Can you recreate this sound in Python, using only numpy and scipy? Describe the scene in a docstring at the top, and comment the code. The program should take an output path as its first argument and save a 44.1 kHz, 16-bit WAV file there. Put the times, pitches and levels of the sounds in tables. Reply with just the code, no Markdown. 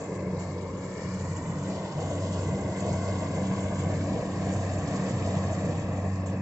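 """The diesel of a tracked combine harvester, working a rice field some way off, picks up speed as it turns side-on.
Sums of cosines give its firing orders and those of the belt-driven threshing drum, so the two beat.
Shaped noise makes rumble, panel boom, drum roar, drone, fan, belt whir and buzz, throbbing with the knife;
noise spiked by ticks makes the blown chaff. Most noises reach two microphone ports directly and off the ground,
whose bounce combs the sound with slowly rising notches."""
import sys
import numpy as np
from scipy import signal
from scipy.fft import rfft, irfft, next_fast_len
from scipy.io import wavfile
from scipy.ndimage import uniform_filter1d, map_coordinates

SR = 44100
rng = np.random.default_rng(int(sys.argv[2]) if len(sys.argv) > 2 else 0)


def linear_from_db(decibels):
    """Turn decibels (scalar or array-like) into linear amplitude factors; 0 gives 1."""
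    return 10 ** (np.asarray(decibels, float) / 20)


def materialize(psi):
    """Save the field psi as 16-bit PCM at rate SR to the path in sys.argv[1].

    A 1-D psi becomes a single channel; in a 2-D psi each row is a channel.
    """
    bounded = np.clip(np.atleast_2d(psi).T, -1, 1)
    quanta = np.round(bounded * 32767).astype(np.int16)
    wavfile.write(sys.argv[1], SR, quanta)


N = 282971

# Shaft speeds: start_s, firing_rate_hz, drum_lag_hz
SHAFT_SPEEDS = [(0, 92.4, 1.35), (.9, 92.5, 1.2), (1.3, 92.8, 1.0), (1.65, 94.7, 1.0), (1.95, 95.43, 1.15),
                (2.7, 95.43, 1.27), (6.42, 95.43, 1.31)]
OPPOSED_S = 4.24  # a moment when the fundamentals of drum and exhaust oppose, but for their wavering
# Exhaust orders: multiple of the firing rate, base_level_db (rms)
EXHAUST_ORDERS = [(1, -42), (2, -38), (3, -45), (4, -59)]
# Drum orders (beater, fan, two gears): multiple of the drum rate, base_level_db (rms)
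DRUM_ORDERS = [(1, -36), (5, -52.5), (11, -61), (47 / 4, -58)]
# Added to the base levels: start_s, first_exhaust_db, second_exhaust_db, third_and_fourth_exhaust_db, drum_db
ORDER_CHANGES = [(0, -2, -15, -1, -15), (.3, 1.5, 5, -14, -15), (.5, 0, -11.5, -5, -13),
                 (.75, -7, 4, -7, -4), (.9, -1, -9, -6.5, -15.5), (1.15, -5, 3, -16, -5),
                 (1.35, -3, -13, -10.5, 0.5), (1.65, 0.5, 2, 2, -33), (1.9, -4.5, -5, -25, -6.5),
                 (2.15, -6, -5, 3.5, 2.5), (2.5, 1.5, -2.5, -3, -0.5), (3, -8.5, -1, -4.5, 2),
                 (3.4, -4, 3, 0.5, 1.5), (3.8, 2.5, -0.5, 0.5, -0.5), (4.6, 5.5, 0, 3.5, -1),
                 (5.3, 5, 0, 0.5, -2), (5.8, -2, 0, -4.5, 2), (6.42, 9, 2, 4, -4)]

# Slow levels before swells and throbs: start_s, rumble_db, roar_db, drone_db, fan_db, whir_db
MACHINE_LEVELS = [(0, -46, -41, -47, -46.5, -52), (.2, -41, -39, -52, -48.5, -52.5),
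                  (.45, -35.5, -41.5, -44, -49, -53), (.7, -46, -40, -58, -46, -55.5),
                  (1, -40, -43, -53.5, -47.5, -49.5), (1.3, -35, -42.5, -47, -46.5, -52.5),
                  (1.65, -43, -42, -51.5, -46.5, -53), (2, -39, -41, -38.5, -45.5, -53),
                  (2.35, -36, -38.5, -42.5, -47, -52.5), (2.6, -35, -38.5, -39.5, -44.5, -51.5),
                  (2.9, -36, -42, -42, -46.5, -50.5), (3.25, -34, -39, -39, -45.5, -49.5),
                  (3.6, -34.5, -40.5, -40, -45.5, -48.5), (4.3, -34.5, -38, -42.5, -45.5, -50.5),
                  (4.8, -34.5, -38.5, -43.5, -43.5, -49), (5.7, -32, -37.5, -41.5, -44.5, -49),
                  (6.15, -38, -41.5, -46, -45.5, -53), (6.42, -34.5, -41.5, -46.5, -45.5, -52.5)]
# Panel boom and buzz before their throbs: start_s, level_db
BOOM_LEVELS = [(0.0, -47.5), (0.43, -40), (1.0, -54), (1.09, -40), (1.12, -44), (1.3, -32.5), (1.34, -46),
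               (1.45, -45), (1.48, -30.5), (1.88, -48.5), (1.97, -36), (2.29, -44.5), (2.54, -33.5),
               (2.72, -45), (2.93, -31.5), (2.98, -52), (3.04, -42), (3.54, -34.5), (3.61, -48),
               (3.84, -34.5), (4.27, -43), (4.48, -30), (4.54, -43.5), (5.63, -38.5), (5.95, -44),
               (6.42, -47)]
BUZZ_LEVELS = [(0, -63), (.25, -68.5), (.8, -75), (1.5, -67), (2.3, -65.5), (3, -63.5), (3.7, -64.5),
               (4.4, -62.5), (5.1, -60), (5.8, -60.5), (6.42, -62)]
# The machine heaves, perhaps as wads of crop pass the drum: peak_s, rumble_swell_db, roar_swell_db
HEAVES = [(.4, -0.5, 2), (.72, 7, -1), (1.3, -1.5, -0.5), (1.5, 5, 2), (1.72, 5.5, 3.5), (2.1, 3, 3.5),
          (2.55, 0, 0.5), (2.898, 2.5, 5.5), (3.45, 0.5, -2), (3.7, -1, 1.5), (4, 1.5, -1), (4.15, 3, 1.5),
          (4.5, 3, 3), (4.92, 2, 2.5), (5.32, -1.5, 3.5), (5.6, -2, 1.5)]
HEAVE_SPREAD_S = 0.051  # standard deviation of a bell-shaped swell
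KNIFE_HZ = 14.2  # mean stroke rate of the cutter knife

# Relative noise spectra of the machine: frequency_hz, density_db (per Hz)
RUMBLE_SPECTRUM = [(12, -51.5), (20, -22), (38, -29), (50, -21.5), (68, -10.5), (97, -5.5), (120, -2),
                   (150, -7), (175, -4), (190, -1.5), (209, -7.5), (228, -6.5), (245, -12), (270, -10.5),
                   (295, -9.5), (330, -11.5), (430, -34.5), (730, -120)]
BOOM_SPECTRUM = [(70, -120), (115, -26.5), (132, -6), (142, 1), (160, 4), (170, -1.5), (185, -23.5),
                 (300, -120)]
ROAR_SPECTRUM = [(200, -23.5), (290, -2), (340, -1.5), (400, -4.5), (450, -1), (510, -1.5), (600, -4),
                 (680, -16), (1000, -120)]
DRONE_SPECTRUM = [(400, -120), (520, -24), (600, -0.5), (660, 2.5), (740, -1), (810, -2.5), (900, -40.5),
                  (1200, -120)]
FAN_SPECTRUM = [(500, -120), (700, -12), (820, -9), (920, -4), (1030, -6), (1150, -9.5), (1300, -17.5),
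                (1800, -120)]
WHIR_SPECTRUM = [(900, -120), (1150, -21.5), (1300, -1), (1700, -0.5), (2100, 0.5), (2400, -6.5),
                 (2550, -27), (3500, -120)]
BUZZ_SPECTRUM = [(1900, -120), (2300, -33), (2450, -4.5), (2550, 1.5), (2700, -3.5), (2850, -23),
                 (3500, -120)]

# Blown chaff before sieve throws and puffs: start_s, hiss_db, rattle_db, rustle_db
CHAFF_LEVELS = [(0, -53, -69.5, -63.5), (.3, -65.5, -77, -67), (.45, -58, -74, -61.5),
                (.62, -65.5, -71.5, -66.5), (.85, -58.5, -73.5, -65), (1.05, -56, -71, -59),
                (1.3, -54, -71.5, -62.5), (1.5, -55.5, -68, -66.5), (1.7, -55, -63.5, -59.5),
                (1.9, -57.5, -61.5, -58), (2.1, -54, -60, -59.5), (2.3, -51.5, -59.5, -54.5),
                (2.65, -56, -64, -60), (2.9, -53, -60.5, -55.5), (3.3, -55, -62, -56.5),
                (3.7, -52, -61.5, -58.5), (4.15, -55.5, -64, -57.5), (4.6, -54, -62.5, -57.5),
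                (5.2, -53, -59.5, -55.5), (5.7, -55.5, -63.5, -58), (5.95, -60.5, -66, -63),
                (6.1, -57, -69, -61), (6.235, -68, -73, -63), (6.3, -68, -63.5, -64), (6.42, -65, -82, -65)]
# Added left-minus-right balance of the chaff: start_s, rattle_db, hiss_db, rustle_db
CHAFF_BALANCE = [(0, 5, -5, 11.5), (.5, 7.5, -6.5, 13.5), (1, 11, -7.5, 11.5), (1.55, 10, -6.5, 14.5),
                 (2.05, -1.5, -6, 2), (2.65, -2, -6.5, 5), (3, 0.5, -9.5, 2.5), (3.9, -1.5, -4, 2),
                 (4.15, 0.5, -2, 4), (4.6, 2, -7.5, 1.5), (6.42, -3, 1, 3)]
# The spread-out cloud blurs its bounce: start_s, sharp_share (factor on the bounce shares)
CHAFF_SHARPNESS = [(0, 1.05), (1.35, 1.05), (1.9, .45), (3.2, .5), (4.3, .9), (5.7, 1), (6.42, 1.15)]
# Louder puffs of dust: peak_s, peak_hiss_db
DUST_PUFFS = [(.157, -54.5), (0.399, -50), (.62, -62), (.78, -57), (.92, -56), (1.195, -60), (1.368, -54.5),
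              (2.012, -52.5), (2.134, -51.5), (2.394, -52), (2.52, -52), (2.805, -52.5), (2.961, -56),
              (3.2, -58), (3.352, -52.5), (4.53, -54), (5.375, -55), (5.516, -51), (5.652, -55),
              (5.777, -51.5), (5.971, -57), (6.14, -54.5), (6.266, -51)]
PUFF_RISE_S, PUFF_FALL_S = 0.0084, 0.014  # time constants of a puff's power
PUFF_COARSE_DB = -18.5  # rattle and rustle of a puff relative to its hiss
SIEVE_HZ, SIEVE_PEAK_S = 5.9, 4.77  # shake rate of the sieve and the moment of one throw
# Relative noise spectra of the chaff: frequency_hz, density_db (per Hz)
RATTLE_SPECTRUM = [(2000, -120), (2550, -20.5), (2800, 1.5), (3100, -1.5), (3450, -2.5), (3800, -4.5),
                   (4300, -21), (6000, -120)]
RUSTLE_SPECTRUM = [(2600, -120), (3600, -32), (3850, -4), (4350, -1.5), (4800, -1.5), (5300, -2.5),
                   (5800, -5), (6400, -8), (6800, -30), (8000, -120)]
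HISS_SPECTRUM = [(4000, -120), (5200, -30), (5600, -9.5), (6500, -1.5), (7060, 1.5), (7400, 4.5),
                 (7900, -10), (8050, -22.5), (8200, -40.5), (8600, -120)]

# Bounce before shares and sway: start_s, low_part_path_ms, low_part_strength (0-1),
# high_part_path_ms, high_part_strength (0-1), belt_strength (0-1, replaces the high one for high sources)
BOUNCE_PATHS = [(0, 1.82, .6, 2.3, .2, .6), (.45, 1.81, .7, 2.27, .3, .85), (.9, 1.78, .65, 2.15, .35, .8),
                (1.5, 1.62, .33, 2.0, .47, .85), (2.3, 1.5, 0, 1.91, .7, .85),
                (3.6, 1.15, 0, 1.82, .85, .9), (4.2, 1.1, .1, 1.67, .75, .85),
                (4.7, 1.1, .4, 1.63, .8, .85), (5.6, 1.09, .43, 1.61, .82, .87),
                (6.42, 1.08, .46, 1.59, 1, .95)]
# Path changes, one row for the left and one for the right port: low_part_ms, high_part_ms
BODY_PATH_CHANGE = [(0, 0), (.19, .19)]
RUSTLE_PATH_CHANGE = [(0, 0), (.25, .25)]
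HISS_PATH_CHANGE = [(.2, .31), (.12, .29)]
COARSE_PATH_CAP_MS = 2.09  # caps the high bounce path of rattle and rustle before the port changes

# Port balance: frequency_hz, left_minus_right_db
PORT_BALANCE = [(250, 0), (700, 1), (1300, 1.5), (1900, 3.5), (2300, 6.5), (2600, 11), (3800, 1), (6400, 2),
                (7500, 0), (8100, -12)]
# Correlation of the ports before the bounces: frequency_hz, likeness (0-1)
PORT_LIKENESS = [(30, .99), (80, .9985), (160, .996), (400, .972), (1000, .91), (2000, .78), (4000, .5),
                 (8000, .5)]
# Phase between the ports: frequency_hz, left_lead_rad
PORT_LEAD = [(300, 0), (1000, -.3), (2240, -1.1), (3800, -4.1), (5000, -5.6), (8200, -8)]


def shafts():
    """Phase is the integral of frequency: the drum slips behind the firing rate on its belt."""
    firing_hz, lag_hz = curves(SHAFT_SPEEDS)
    firing = 2 * np.pi * np.cumsum(firing_hz) / SR
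    slip = 2 * np.pi * np.cumsum(lag_hz) / SR
    slip_from_opposed = slip - slip[round(OPPOSED_S * SR)]
    return firing, firing - slip_from_opposed + np.pi


def hum(firing, drum):
    """Beats of two harmonic series: exhaust and drum orders, each wavering in the moving air."""
    first_db, second_db, upper_db, drum_db = curves(ORDER_CHANGES)
    exhaust_change_db = {1: first_db, 2: second_db}
    tones = 0

    def tone(phase, level_db, multiple):
        waver_db = min(multiple, 2) * (wobble(5) + .8 * wobble(11))  # overtones waver more
        return linear_from_db(level_db + waver_db) * np.sqrt(2) * np.cos(phase + .14 * wobble(8))

    for multiple, base_db in EXHAUST_ORDERS:
        phase = multiple * firing + .08 * multiple * wobble(9)
        tones = tones + tone(phase, base_db + exhaust_change_db.get(multiple, upper_db), multiple)
    for multiple, base_db in DRUM_ORDERS:
        tones = tones + tone(multiple * drum, base_db + drum_db, multiple)
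    return tones


def machinery():
    """Amplitude modulation: knife strokes throb through every noise of the machine, heaves through most."""
    rumble_db, roar_db, drone_db, fan_db, whir_db = curves(MACHINE_LEVELS)
    heave_db, swell_db = heaves()
    knife_db = knife_throb()
    lumps_db = .9 * wobble(10) + knife_db
    low = rumble(rumble_db + heave_db, lumps_db) + panel_boom(knife_db)
    drum_noise = drum_roar(roar_db + swell_db, lumps_db) + drone(drone_db + 1.06 * swell_db, lumps_db)
    drum_noise = off_ground(drum_noise, left_share=0.64, right_share=0.35)
    blown = off_ground(fan(fan_db + 0.27 * swell_db, knife_db), left_share=1, right_share=.4)
    belts = belt_whir(whir_db + 0.16 * swell_db, knife_db)
    belts = off_ground(belts, left_share=1, right_share=.45, high_source=True)
    return low + drum_noise + blown + belts + buzz(knife_db)


def rumble(level_db, lumps_db):
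    """Low-frequency radiation: tracks and drum rumble as patchy noise."""
    level_db = level_db + 0.59 * lumps_db + 0.23 * wobble(6.8)
    return linear_from_db(level_db) * at_ports(patches(depth_db=0.5), RUMBLE_SPECTRUM)


def panel_boom(knife_db):
    """Resonance: hollow panels boom in lumps as a narrow band of noise."""
    level_db = curves(BOOM_LEVELS)[0] + 1.9 * knife_db
    return linear_from_db(level_db) * at_ports(patches(depth_db=0.0), BOOM_SPECTRUM)


def drum_roar(level_db, lumps_db):
    """Broadband excitation of a housing: the drum roars in lumps."""
    level_db = level_db + lumps_db + 0.7 * wobble(13)
    return linear_from_db(level_db) * at_ports(patches(depth_db=0.67), ROAR_SPECTRUM, PORT_BALANCE)


def drone(level_db, lumps_db):
    """Source directivity: a band of noise that opens as the machine turns."""
    level_db = level_db + lumps_db + 0.42 * wobble(3.9)
    return linear_from_db(level_db) * at_ports(patches(depth_db=2.05), DRONE_SPECTRUM, PORT_BALANCE)


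def fan(level_db, knife_db):
    """Flow noise: the fan blows as a band of patchy noise."""
    level_db = level_db + 0.68 * knife_db + 0.56 * wobble(8.7)
    return linear_from_db(level_db) * at_ports(patches(depth_db=1.14), FAN_SPECTRUM, PORT_BALANCE)


def belt_whir(level_db, knife_db):
    """Friction noise: the belts whir as a band of patchy noise."""
    level_db = level_db + .6 * knife_db + 0.49 * wobble(13)
    return linear_from_db(level_db) * at_ports(patches(depth_db=1.42), WHIR_SPECTRUM, PORT_BALANCE)


def buzz(knife_db):
    """Narrow-band vibration: a buzz, perhaps of the cutter bar, throbs with the knife."""
    level_db = curves(BUZZ_LEVELS)[0] + .6 * wobble(5.7) + 2.1 * knife_db
    return linear_from_db(level_db) * at_ports(patches(depth_db=0.7), BUZZ_SPECTRUM, PORT_BALANCE)


def knife_throb():
    """Periodic modulation in dB: the stroke, its half and its double; the knife runs a little unevenly."""
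    stroke = 2 * np.pi * KNIFE_HZ * np.arange(N) / SR + 1.2 * wobble(2.11)
    return 0.66 * (np.cos(stroke) + 0.62 * np.cos(stroke / 2) + 0.81 * np.cos(2 * stroke))


def heaves():
    """Transient modulation: bell-shaped swells in dB, one curve for the rumble, one for the other noises."""
    peak_s, *swell_db = np.transpose(HEAVES)
    bells = np.exp(-.5 * ((np.arange(N) / SR - peak_s[:, None]) / HEAVE_SPREAD_S) ** 2)
    return np.array(swell_db) @ bells


def chaff():
    """Superposed impacts: clumps of straw and husks rattle and rustle over a hiss of finer dust."""
    hiss_db, rattle_db, rustle_db = curves(CHAFF_LEVELS)
    rattle_pan, hiss_pan, rustle_pan = curves(CHAFF_BALANCE)
    sharp, = curves(CHAFF_SHARPNESS)
    puff = puffs()
    sieve_db = 0.58 * np.cos(2 * np.pi * SIEVE_HZ * (np.arange(N) / SR - SIEVE_PEAK_S))  # shakes throw more
    clump_db = 1.1 * wobble(15) + 2.0 * wobble(35)

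    def sides(pan_db):
        return linear_from_db(np.array([pan_db, -pan_db]) / 2)

    def coarse_gain(level_db):
        return np.sqrt(linear_from_db(2 * level_db) + linear_from_db(2 * PUFF_COARSE_DB) * puff)

    rattle = at_ports(spray(clump_db, depth=.5), RATTLE_SPECTRUM)
    rattle = coarse_gain(rattle_db) * sides(rattle_pan) * rattle
    rattle = off_ground(rattle, left_share=(1 + sharp) / 2, right_share=.45 * sharp,
                        high_source=True, longest_ms=COARSE_PATH_CAP_MS)

    # The finer sounds come from the cloud behind the machine, so they bounce by other paths.
    rustle = at_ports(spray(clump_db, depth=0.55), RUSTLE_SPECTRUM)
    rustle = coarse_gain(rustle_db + 0.97 * sieve_db) * sides(rustle_pan) * rustle
    rustle = off_ground(rustle, left_share=.65 * sharp, right_share=.75 * sharp,
                        extras_ms=RUSTLE_PATH_CHANGE, high_source=True, longest_ms=COARSE_PATH_CAP_MS)

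    hiss = at_ports(spray(clump_db, depth=0.69), HISS_SPECTRUM, PORT_BALANCE)
    hiss = np.sqrt(linear_from_db(2 * (hiss_db + sieve_db)) + puff) * sides(hiss_pan) * hiss
    hiss = off_ground(hiss, left_share=.75 * sharp, right_share=.85 * sharp, extras_ms=HISS_PATH_CHANGE)
    return rattle + rustle + hiss


def spray(clump_db, depth):
    """Shot noise: random ticks, denser in clumps, add power that dies in a few ms to a steady noise."""
    struck = rng.random(N) < 160 / SR * linear_from_db(clump_db)  # about 160 ticks a second, more in a clump
    ticks = struck * linear_from_db(5.8 * np.minimum(rng.exponential(size=N), 4))
    decay = np.exp(-np.arange(SR // 20) / SR / 0.0061)  # time constant in s
    dying = np.convolve(ticks, decay)[:N]
    envelope = np.sqrt(linear_from_db(depth * clump_db) + depth * 0.49 * dying)
    return unit(envelope) * rng.standard_normal((2, N))


def puffs():
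    """Growth and decay: the power of each puff rises fast and thins out exponentially."""
    peak_s, peak_db = np.transpose(DUST_PUFFS)
    age_s = np.clip(np.arange(N) / SR - peak_s[:, None] + PUFF_RISE_S, 0, None)
    shape = (1 - np.exp(-age_s / PUFF_RISE_S)) * np.exp(-age_s / PUFF_FALL_S)
    return linear_from_db(2 * peak_db) @ (shape / shape.max())


def off_ground(x, left_share, right_share, extras_ms=BODY_PATH_CHANGE, high_source=False, longest_ms=np.inf):
    """Comb filtering: bounces off the crop come later by shortening paths; power is about kept."""
    low_ms, low, high_ms, high, belt = curves(BOUNCE_PATHS)
    if high_source:  # belts run high on the machine
        low, high = .75 * low, belt
    high_ms = np.minimum(high_ms, longest_ms)

    def late(port, delay_ms):
        return map_coordinates(port, [np.arange(N) - delay_ms * SR / 1000], mode="nearest")

    out = []
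    for port, share, (low_extra, high_extra) in zip(x, (left_share, right_share), extras_ms):
        sway = np.clip(1 + .2 * wobble(6), 0, 1.2)  # the crop moves, so the bounce comes and goes
        wander_ms = .012 * wobble(5)
        low_gain, high_gain = share * sway * low, share * sway * high
        low_bounce = low_gain * late(port, low_ms + low_extra)
        high_bounce = high_gain * late(port, high_ms + high_extra + wander_ms)
        out.append((port + low_bounce + high_bounce) / np.sqrt(1 + low_gain ** 2 + high_gain ** 2))
    return np.array(out)


def at_ports(excitation, spectrum, balance=((1, 0),)):
    """Interchannel coherence: two unrelated noises, coloured, mixed, balanced and lagged; mid rms 1."""
    def mid_side(hz):
        angle = np.arccos(np.clip(along(PORT_LIKENESS, hz), 0, 1)) / 2
        return linear_from_db(along(spectrum, hz)) * np.array([np.cos(angle), np.sin(angle)])

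    def left_right(hz):
        # Each port takes half of the level difference and half of the phase lead.
        half = linear_from_db(along(balance, hz) / 2) * np.exp(.5j * along(PORT_LEAD, hz))
        return np.array([half, 1 / half])

    mid, side = filtered(excitation, mid_side)
    pair = filtered(np.array([mid + side, mid - side]), left_right)
    return pair / np.std(pair.mean(axis=0))


def patches(depth_db):
    """Nonstationary noise: two white noises share a slowly shifting field of louder and softer patches."""
    z = signal.stft(rng.standard_normal((2, N)), nperseg=1024)[2]
    field = rng.standard_normal(z.shape[1:])
    field = uniform_filter1d(field, size=4, axis=0)  # across frequency
    field = uniform_filter1d(field, size=8, axis=1)  # across time
    return signal.istft(z * linear_from_db(depth_db * unit(field)), nperseg=1024)[1][:, :N]


def filtered(x, response):
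    """Linear filtering: the spectrum of x times a complex response of frequency."""
    m = next_fast_len(N + 8192)
    return irfft(rfft(x, m) * response(np.fft.rfftfreq(m, 1 / SR)), m)[..., :N]


def wobble(rate):
    """Band-limited fluctuation: a smooth random curve with rate knots a second."""
    knots = rng.standard_normal(int(N * rate / SR) + 4)
    return map_coordinates(knots, [np.arange(N) * rate / SR])


def curves(rows):
    """Linear interpolation in time: one value per sample for each column after the first."""
    s, *columns = np.transpose(rows)
    return [np.interp(np.arange(N) / SR, s, column) for column in columns]


def along(points, hz):
    """Interpolation on a logarithmic frequency axis."""
    f, value = np.transpose(points)
    return np.interp(np.log(hz + 1), np.log(f + 1), value)


def unit(x):
    """Normalization to an rms of 1."""
    return x / np.sqrt(np.mean(x ** 2) + 1e-20)


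def scene():
    """Superposition: the tones, alike at both ports, add to the noises of machine and chaff."""
    firing, drum = shafts()
    return hum(firing, drum) + machinery() + chaff()


def band_limit(x):
    """A steep low-pass at the top of the band."""
    return signal.sosfilt(signal.butter(12, 8870, fs=SR, output="sos"), x)


def record(dry):
    """Two-port pickup: the port signals are already the finished mix."""
    return band_limit(dry)


dry = scene()
out = record(dry)
materialize(out)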